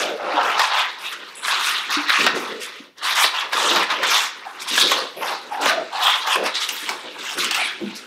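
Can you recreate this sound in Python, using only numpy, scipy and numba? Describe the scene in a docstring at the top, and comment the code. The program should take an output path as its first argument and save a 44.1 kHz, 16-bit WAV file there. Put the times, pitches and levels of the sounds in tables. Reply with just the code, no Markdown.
"""In a bare room, hands twist a long latex balloon into small bubbles.
Rubber sticks and slips on rubber and skin. Swarms of tiny slips ring the tight latex, the bubbles and
the long tube, with moans and thin squeaks in between. Fingertips rustle, single large slips snap, and
the tube bumps an arm. The room carries a short echo to one small microphone."""
import sys
import numpy as np
from scipy import signal
from scipy.fft import rfft, irfft
from scipy.io import wavfile
from numba import njit

SR = 44100
rng = np.random.default_rng(int(sys.argv[2]) if len(sys.argv) > 2 else 0)


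def unload_wav(signal):
    """Save mono or channel-first audio to the path in sys.argv[1] as 16-bit WAV at rate SR, clipped to [-1, 1]."""
    wavfile.write(
        sys.argv[1],
        SR,
        np.round(np.clip(np.atleast_2d(signal).T, -1, 1) * 32767).astype(np.int16),
    )


N = 355446
CUTOFF_HZ = 15700   # the top of the treble


def from_db(db):
    """Turn decibels into a gain, a number to multiply a sound by."""
    return 10 ** (np.asarray(db) / 20)


def in_time(rows):
    """Join rows of (time, values...) with straight lines: one curve for each column of values."""
    times, *columns = np.transpose(rows)
    return [np.interp(np.arange(N) / SR, times, column) for column in columns]


def at_hz(points, hz):
    """Look up a frequency in rows of (frequency, value), with octaves evenly spaced."""
    freqs, values = np.transpose(points)
    return np.interp(np.log(hz + 1), np.log(freqs), values)


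def rms_one(x):
    """Scale a signal so that its average strength (rms) is 1."""
    return x / np.sqrt(np.mean(x ** 2) + 1e-20)


def band(x, low_hz, high_hz, order=2):
    """Keep the sound between two frequencies; a higher order gives steeper edges."""
    sos = signal.butter(order, [low_hz, min(high_hz, .45 * SR)], "band", fs=SR, output="sos")
    return signal.sosfilt(sos, x)


def drift(rate_hz):
    """A smooth random wobble of size about 1; a higher rate makes it quicker."""
    r = np.exp(-2 * np.pi * rate_hz * 20 / SR)   # worked out at every 20th sample
    slow = signal.lfilter([1], [1, -2 * r, r * r], rng.standard_normal(N // 20 + 2002))[2000:]
    return np.interp(np.arange(N) / 20, np.arange(len(slow)), rms_one(slow))


def shares(db):
    """Gains that trade loudness among themselves: their power always adds up to 1."""
    gains = from_db(db)
    return gains / np.sqrt(np.sum(gains ** 2, axis=0))


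def resonance(x, hz, width_hz):
    """Make a sound ring at one pitch; a smaller width rings longer."""
    r = np.exp(-np.pi * width_hz / SR)
    return rms_one(signal.lfilter([1, 0, -1], [1, -2 * r * np.cos(2 * np.pi * hz / SR), r * r], x))


@njit
def moving_resonance(x, hz, width_hz):
    """Make a sound ring at a pitch that can move from sample to sample."""
    out, y1, y2 = np.zeros(len(x)), 0., 0.
    for i in range(2, len(x)):
        r = np.exp(-np.pi * width_hz[i] / SR)
        push = (1 - r * r) / 2 * (x[i] - x[i - 2])
        y = push + 2 * r * np.cos(2 * np.pi * hz[i] / SR) * y1 - r * r * y2
        out[i], y1, y2 = y, y, y1
    return out


def slips(per_s, spread_db, clump_db, clump_hz):
    """Rubber sticks and lets go: random clicks of unequal size, whose level can swell in clumps."""
    sizes = from_db(spread_db * np.minimum(rng.exponential(1, N), 5)) * rng.choice([-1, 1], N)
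    slipping = rng.random(N) < per_s / SR
    return rms_one(sizes * slipping * from_db(clump_db * drift(clump_hz)) + 1e-9)


def rubbed(clicks, hz, sharpness, low_hz, high_hz):
    """Slips ring one moving resonance, applied twice so that it stands out more clearly."""
    width = hz / sharpness
    ringing = moving_resonance(moving_resonance(clicks, hz, width), hz, width) / np.sqrt(width)
    return rms_one(band(ringing, low_hz, high_hz, order=3))


def stroke(start, climb, fall, sink_db, swing=(1, 1), grab_s=0.027):
    """Gain of one rub, every 50th sample: grab, climb, sink, let go. Swing scales (climb, sink) in dB."""
    t = np.arange(0, N + 50, 50) / SR - start
    end = climb + fall
    shape_db = np.interp(t, [0, climb, end], [-8 * swing[0], 0, -sink_db * swing[1]])
    let_go_db = 600 * np.maximum(t - end, 0)
    grab = np.clip(t / grab_s + 1, 0, 1) ** 2
    return from_db(shape_db - let_go_db) * grab


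def together(gains):
    """Add overlapping strokes by their power, giving one gain for every sample."""
    total = np.sqrt(np.sum(np.square(gains), axis=0))
    return np.interp(np.arange(N) / 50, np.arange(len(total)), total)


def holding_hand(still_s=2.93, width_s=0.086):
    """Gain of the holding hand's rubbing: 1 while it shifts about, 0 at the moment it lies still."""
    return 1 - np.exp(-((np.arange(N) / SR - still_s) / width_s) ** 2)


def hands(part, rest_db, swing=(1, 1), grab_s=0.027):
    """How strongly the hands rub one part: their strokes, plus faint rubbing from the holding hand."""
    # Strokes on the twist: (start [s], climb [s], fall [s], sink before swing scales it [dB],
    # neck peak [dB], bubble peak [dB], fingers peak [dB])
    strokes = [(-.03, 0.027, 0.12, 17.5, -19, -30.5, -27.5), (0.204, 0.11, 0.1, -8, -29.5, -28, -68),
               (0.426, 0.0057, 0.26, 5.5, -23.5, -23, -41), (0.579, 0.037, 0.13, 14, -18, -20, -30),
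               (.72, 0.078, 0.11, 21, -16, -21, -36.5), (.99, 0.084, 0.031, 19, -41, -34.5, -46),
               (1.12, 0.011, 0.037, 19, -26.5, -59, -46), (1.443, 0.034, 0.13, 7.5, -18, -27, -33),
               (1.6, 0.087, 0.31, 25, -19.5, -29.5, -29.5), (1.905, 0.025, 0.15, 19.5, -19, -22.5, -29.5),
               (2.085, 0.015, 0.15, -1.5, -20, -35, -37), (2.266, 0.0041, 0.064, 19.5, -18.5, -18, -47.5),
               (2.35, 0.012, 0.16, 14, -29, -32, -37), (2.606, 0.024, 0.11, 21, -32.5, -53, -34.5),
               (2.979, 0.0055, 0.024, 12, -39, -48, -46), (3.029, 0.025, 0.076, 0, -24.5, -27, -34),
               (3.153, 0.081, 0.046, 9.5, -15, -22, -22.5), (3.345, 0.063, 0.083, 26, -18.5, -23.5, -42),
               (3.529, 0.14, 0.17, 4.5, -18.5, -22, -29.5), (3.896, 0.0093, 0.11, 13, -17.5, -24.5, -40.5),
               (4.028, 0.016, 0.041, 11, -15.5, -22.5, -34), (4.069, 0.042, 0.16, 7.5, -19, -23, -24.5),
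               (4.606, 0.017, 0.041, 13, -35.5, -48, -35), (4.673, 0.016, 0.13, -3.5, -25, -35.5, -32.5),
               (4.77, 0.0066, .13, 0.5, -23, -31, -33), (4.908, 0.0046, 0.14, 16, -20.5, -20.5, -27.5),
               (5.22, 0.061, 0.078, 7.5, -27, -26, -38), (5.519, 0.03, 0.037, 14, -35, -31.5, -47),
               (5.616, 0.081, 0.13, 46, -16.5, -23.5, -29), (5.93, 0.072, 0.039, -6.5, -30.5, -29, -44.5),
               (6.025, 0.022, 0.23, 12, -22.5, -23, -31.5), (6.27, 0.075, 0.052, 21, -18.5, -23, -29.5),
               (6.438, 0.021, 0.039, 9, -23, -24.5, -31), (6.545, 0.0086, 0.024, 3.5, -24.5, -37, -32),
               (6.604, 0.011, 0.034, 3.5, -22.5, -53, -29), (6.684, 0.0027, 0.22, 5, -32, -54, -37.5),
               (6.885, 0.013, 0.27, 26.5, -38.5, -32.5, -40.5), (7.19, 0.062, 0.086, -3.5, -36, -43.5, -41),
               (7.376, 0.012, 0.092, 6, -22.5, -69, -29), (7.51, 0.068, 0.14, 10, -23, -38, -37),
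               (7.957, 0.0088, 0.048, 19.5, -53, -64, -33)]
    column = {"neck": 4, "bubble": 5, "fingers": 6}[part]
    gains = [from_db(row[column]) * stroke(*row[:4], swing, grab_s) for row in strokes]
    return together(gains) + from_db(rest_db) * holding_hand()


def neck(tightness):
    """Slips at the twist ring the latex; each of its tones swells, fades and slides as the grip wanders."""
    # Natural tones of the stretched latex: (pitch [Hz])
    skin_hz = [1216, 1657, 1948, 2130, 2630, 3080, 3600]
    clicks = slips(per_s=2000, spread_db=-1.0, clump_db=1.4, clump_hz=5.5)
    octaves = [np.clip(np.log2(hz / 2600), -1, 0.3) for hz in skin_hz]
    # Tighter latex moves loudness from the low tones to the high ones.
    weights = shares([1.43 * octave * (tightness + 5) + 2 * drift(27) for octave in octaves])
    skin = np.zeros(N)
    for k, hz in enumerate(skin_hz):
        sliding_hz = hz * np.exp(0.082 * drift(10.7))
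        tone = rms_one(moving_resonance(clicks, sliding_hz, np.full(N, hz / 5)))
        skin += (-1) ** k * weights[k] * tone   # flipped signs join neighbours without a dip
    return hands("neck", rest_db=-41) * rms_one(band(skin, 1096, 5570, order=3))


def bubble(hz):
    """Slips between two bubbles ring the air in the squeezed one, along with a higher overtone."""
    clicks = slips(per_s=2500, spread_db=3.0, clump_db=3.5, clump_hz=9.3)
    air = rubbed(clicks, hz, sharpness=1.74, low_hz=464, high_hz=2090)
    overtone = rubbed(clicks, 1.806 * hz, sharpness=2.5, low_hz=490, high_hz=2180)
    return hands("bubble", rest_db=-48, swing=(0.44, 0.72)) * rms_one(air - from_db(-14) * overtone)


def fingers():
    """Fine slips under the fingertips: a crisp, flickering rustle, slightly duller when it is soft."""
    gain = hands("fingers", rest_db=-56, swing=(1, 1.71), grab_s=0.012)
    clicks = slips(per_s=2500, spread_db=2.0, clump_db=0.0, clump_hz=66)
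    edges_hz = np.geomspace(4500, 15000, 7)
    step_db = -2.4 + 0.005 * (20 * np.log10(gain + 1e-6) + 32)   # from one band to the next
    weights = shares([step_db * k + 4 * drift(14) for k in range(6)])
    bands = [rms_one(band(clicks, low, high)) for low, high in zip(edges_hz, edges_hz[1:])]
    return gain * sum((-1) ** k * weights[k] * bands[k] for k in range(6))


def tube(sink_db_per_s=20, rest_db=-48.5):
    """The air in the balloon's long end groans when it is dragged along an arm."""
    # Drags of the tube: (start [s], length [s], level [dB], pitch of the air inside [Hz])
    drags = [(-.02, 0.17, -25, 486), (0.216, 0.35, -32.5, 463), (2.189, 0.077, -26.5, 290),
             (2.335, 0.25, -34, 347), (3.529, 0.22, -32.5, 475), (3.698, 0.12, -32.5, 370),
             (3.91, 0.23, -34, 450), (4.714, 0.2, -28, 288), (4.892, 0.15, -27.5, 476),
             (5.171, 0.17, -31, 460), (5.597, 0.24, -30, 353), (6.363, 0.093, -27, 485),
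             (6.826, 0.077, -38.5, 290), (7.044, 0.024, -31.5, 400), (7.361, 0.12, -34, 302),
             (7.81, 0.031, -31, 313.4)]
    gain = together([from_db(level_db) * stroke(start, 0.0025, length, sink_db_per_s * length)
                     for start, length, level_db, _ in drags])
    air_hz, = in_time([(start + length / 2, hz) for start, length, _, hz in drags])
    clicks = slips(per_s=1500, spread_db=1.0, clump_db=3.5, clump_hz=5.9)
    groan = rubbed(clicks, air_hz, sharpness=0.89, low_hz=139, high_hz=680)
    return (gain + from_db(rest_db) * holding_hand()) * groan


def moans():
    """Uneven slips lock on to one pitch: a throbbing tone that swells and fades."""
    # Spells of moaning rubber: (start [s], length [s], level [dB], pitch [Hz])
    spells = [(0.057, 0.42, -34, 580), (0.602, 0.054, -23, 1004), (1.036, 0.06, -32.5, 2620),
              (1.045, 0.052, -30.5, 3580), (2.505, 0.11, -35, 437), (4.453, 0.028, -34, 800),
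              (4.93, 0.13, -33, 490), (5.51, 0.11, -27.5, 840), (5.7, 0.13, -25, 665),
              (5.93, .17, -27, 806), (6.022, 0.13, -19.5, 3350), (6.547, 0.049, -26, 3920),
              (7.576, 0.049, -27, 770), (7.589, 0.073, -23.5, 2350), (7.816, 0.11, -32.5, 212)]
    out, warm_up = np.zeros(N), 2000   # samples skipped while the ringing builds
    for start, length, level_db, hz in spells:
        count, width = int(length * SR), 0.19 * hz
        noise = rng.standard_normal(SR // 2)[:count + warm_up]
        tone = resonance(resonance(noise, hz, width), hz, width)[warm_up:]
        swell = np.sin(np.pi * np.arange(count) / count) ** 0.12
        out[round(start * SR):][:count] += from_db(level_db) * tone * swell
    return out


def ring(start, level_db, hz, fade_s):
    """A pure tone that builds up over two cycles and dies away by 60 dB in fade_s."""
    out, first = np.zeros(N), round(start * SR)
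    t = np.arange(min(int(fade_s * SR), N - first)) / SR
    gain = from_db(level_db - 60 * t / fade_s) * np.minimum(hz * t / 2, 1)
    out[first:first + len(t)] = gain * np.sin(2 * np.pi * hz * t)
    return out


def knocks(fade_s=0.1):
    """The tube bumps an arm and its air rings; a softer ring of the same pitch follows a moment later."""
    # Soft bumps of the tube: (time [s], level [dB], pitch [Hz])
    bumps = [(0.339, -20, 305), (1.967, -15, 292), (2.8, -26, 265), (3.708, -20.5, 350), (7.812, -19, 338)]
    return sum(ring(start, level_db, hz, fade_s) + ring(start + 0.00584, level_db - 5.5, hz, fade_s)
               for start, level_db, hz in bumps)


def snaps(burst_s=0.0086, crack_s=0.0015, crack_db=-9.5):
    """One large slip makes a quickly dying burst of noise, a bright crack and a short ring of the latex."""
    # Single large slips: (time [s], level [dB], ringing pitch [Hz])
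    large_slips = [(0.595, -6, 1820), (1.127, -23, 3180), (1.482, -10, 1660), (2.097, -10.5, 1550),
                   (2.265, -3, 1550), (3.186, -13, 1280), (3.242, -4.5, 1060), (3.532, -9.5, 1620),
                   (3.76, -5, 1262), (4.032, -10, 1880), (4.688, -21, 3740), (4.778, -4.5, 1690),
                   (4.8, -11, 3280), (4.916, -7, 1116), (5.659, -4.5, 1015), (6.273, -11.5, 1270),
                   (6.357, -6, 1060), (6.462, -15.5, 2720), (6.69, -10.5, 2810), (6.891, -10, 2287),
                   (7.378, -19, 1900), (7.444, -10, 3120), (7.51, -9.5, 2770), (7.546, -9.5, 2680)]
    out, t = np.zeros(N), np.arange(SR // 10) / SR
    for start, level_db, hz in large_slips:
        burst = band(rng.standard_normal(len(t)), hz / 3.08, hz * 2.61, order=3) * np.exp(-t / burst_s)
        crack = band(rng.standard_normal(len(t)) * np.exp(-t / crack_s), hz, CUTOFF_HZ)
        snap = burst / np.abs(burst).max() + from_db(crack_db) * crack / np.abs(crack).max()
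        out[round(start * SR):][:len(t)] += from_db(level_db) * snap
        out += ring(start, level_db - 4, hz, fade_s=0.038)
    return out


def squeaks(sharpness=10):
    """A fingertip stutters on tight latex; each slip rings three patches at close, very high pitches."""
    # Stutters: (start [s], length [s], level before scaling by length [dB], pitch [Hz], slips [1/s])
    stutters = [(1.014, 0.12, -63.5, 11100, 390), (1.35, 0.14, -54.5, 9000, 460),
                (5.166, 0.12, -59, 11500, 360), (6.705, 0.085, -59, 14000, 110),
                (6.768, 0.056, -66, 11200, 250), (7.593, 0.086, -57.5, 9350, 530)]
    out = np.zeros(N)
    for start, length, level_db, hz, per_s in stutters:
        gap_luck, *patch_luck = rng.standard_normal((4, 200))
        times = np.cumsum(np.exp(0.68 * gap_luck) / per_s)
        inside = times < length
        tone, width = 0, hz / sharpness
        for ratio, luck in zip((0.88, 1, 1.1), patch_luck):
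            clicks = np.full(SR // 4, 1e-18)
            clicks[(times[inside] * SR).astype(int)] = from_db(2.6 * luck[inside])
            tone = tone + resonance(resonance(clicks, ratio * hz, width), ratio * hz, width)
        squeak = band(tone, 0.75 * hz, CUTOFF_HZ) / np.sqrt(length)
        out[round(start * SR):][:len(squeak)] += from_db(level_db) * squeak
    return out


def room_echo(x, level_db=-10):
    """After a tiny gap, reflections from the walls blur into a tail; each octave fades at its own rate."""
    # How long the room rings: (frequency [Hz], time to fade by 60 dB [s])
    fade_times = [(150, 0.42), (1000, 0.44), (4000, 0.52), (8000, 0.22)]
    t = np.arange(int(.7 * SR)) / SR
    tail = np.zeros(len(t))
    for low_hz in 100 * 2 ** np.arange(8.):
        fade_s = at_hz(fade_times, np.sqrt(2) * low_hz)
        tail += band(rng.standard_normal(len(t)), low_hz, 2 * low_hz) * from_db(-60 * t / fade_s)
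    tail *= np.clip((t - .003) / 0.004, 0, 1)
    return from_db(level_db) * signal.fftconvolve(x, tail / np.sqrt(np.sum(tail ** 2)))[:N]


def room_tone(level_db=-66):
    """The steady, faint hush of the room and the microphone."""
    # Tone colour of the hush: (frequency [Hz], relative level [dB])
    hush = [(60, 18), (300, 16), (4000, -1.5)]
    colour = from_db(at_hz(hush, np.arange(N // 2 + 1) * SR / N))
    return from_db(level_db) * rms_one(irfft(rfft(rng.standard_normal(N)) * colour, N))


def scene():
    """All the sounds of the balloon and their echo, in one channel."""
    # How the twist is held: (time [s], tightness [higher is brighter], squeezed bubble's pitch [Hz])
    grip = [(0, -3, 670), (.25, -10.5, 755), (.8, -3, 930), (1.5, -3, 1080), (2.3, -5.5, 890),
            (2.6, -1, 1050), (4.2, -2.5, 973), (4.55, -9.5, 940), (4.83, 13, 1100), (5.3, -4, 850),
            (5.8, -6.5, 804), (6.1, -0.5, 1040), (6.6, -1, 920), (8.06, -2, 850)]
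    tightness, bubble_hz = in_time(grip)
    balloon = tube() + knocks() + bubble(bubble_hz) + neck(tightness) + moans() + snaps() + squeaks()
    balloon += fingers()
    return (balloon + room_echo(balloon))[None]


def record(dry):
    """A small microphone hears the hush too, loses the bass, clips any overload and cuts the top treble."""
    bass_cut = signal.butter(3, 80, "high", fs=SR, output="sos")
    treble_cut = signal.ellip(10, .5, 60, CUTOFF_HZ, fs=SR, output="sos")
    thin = signal.sosfilt(bass_cut, dry + room_tone())
    return signal.sosfilt(treble_cut, np.clip(thin, -1, 1))


dry = scene()
out = record(dry)
unload_wav(out)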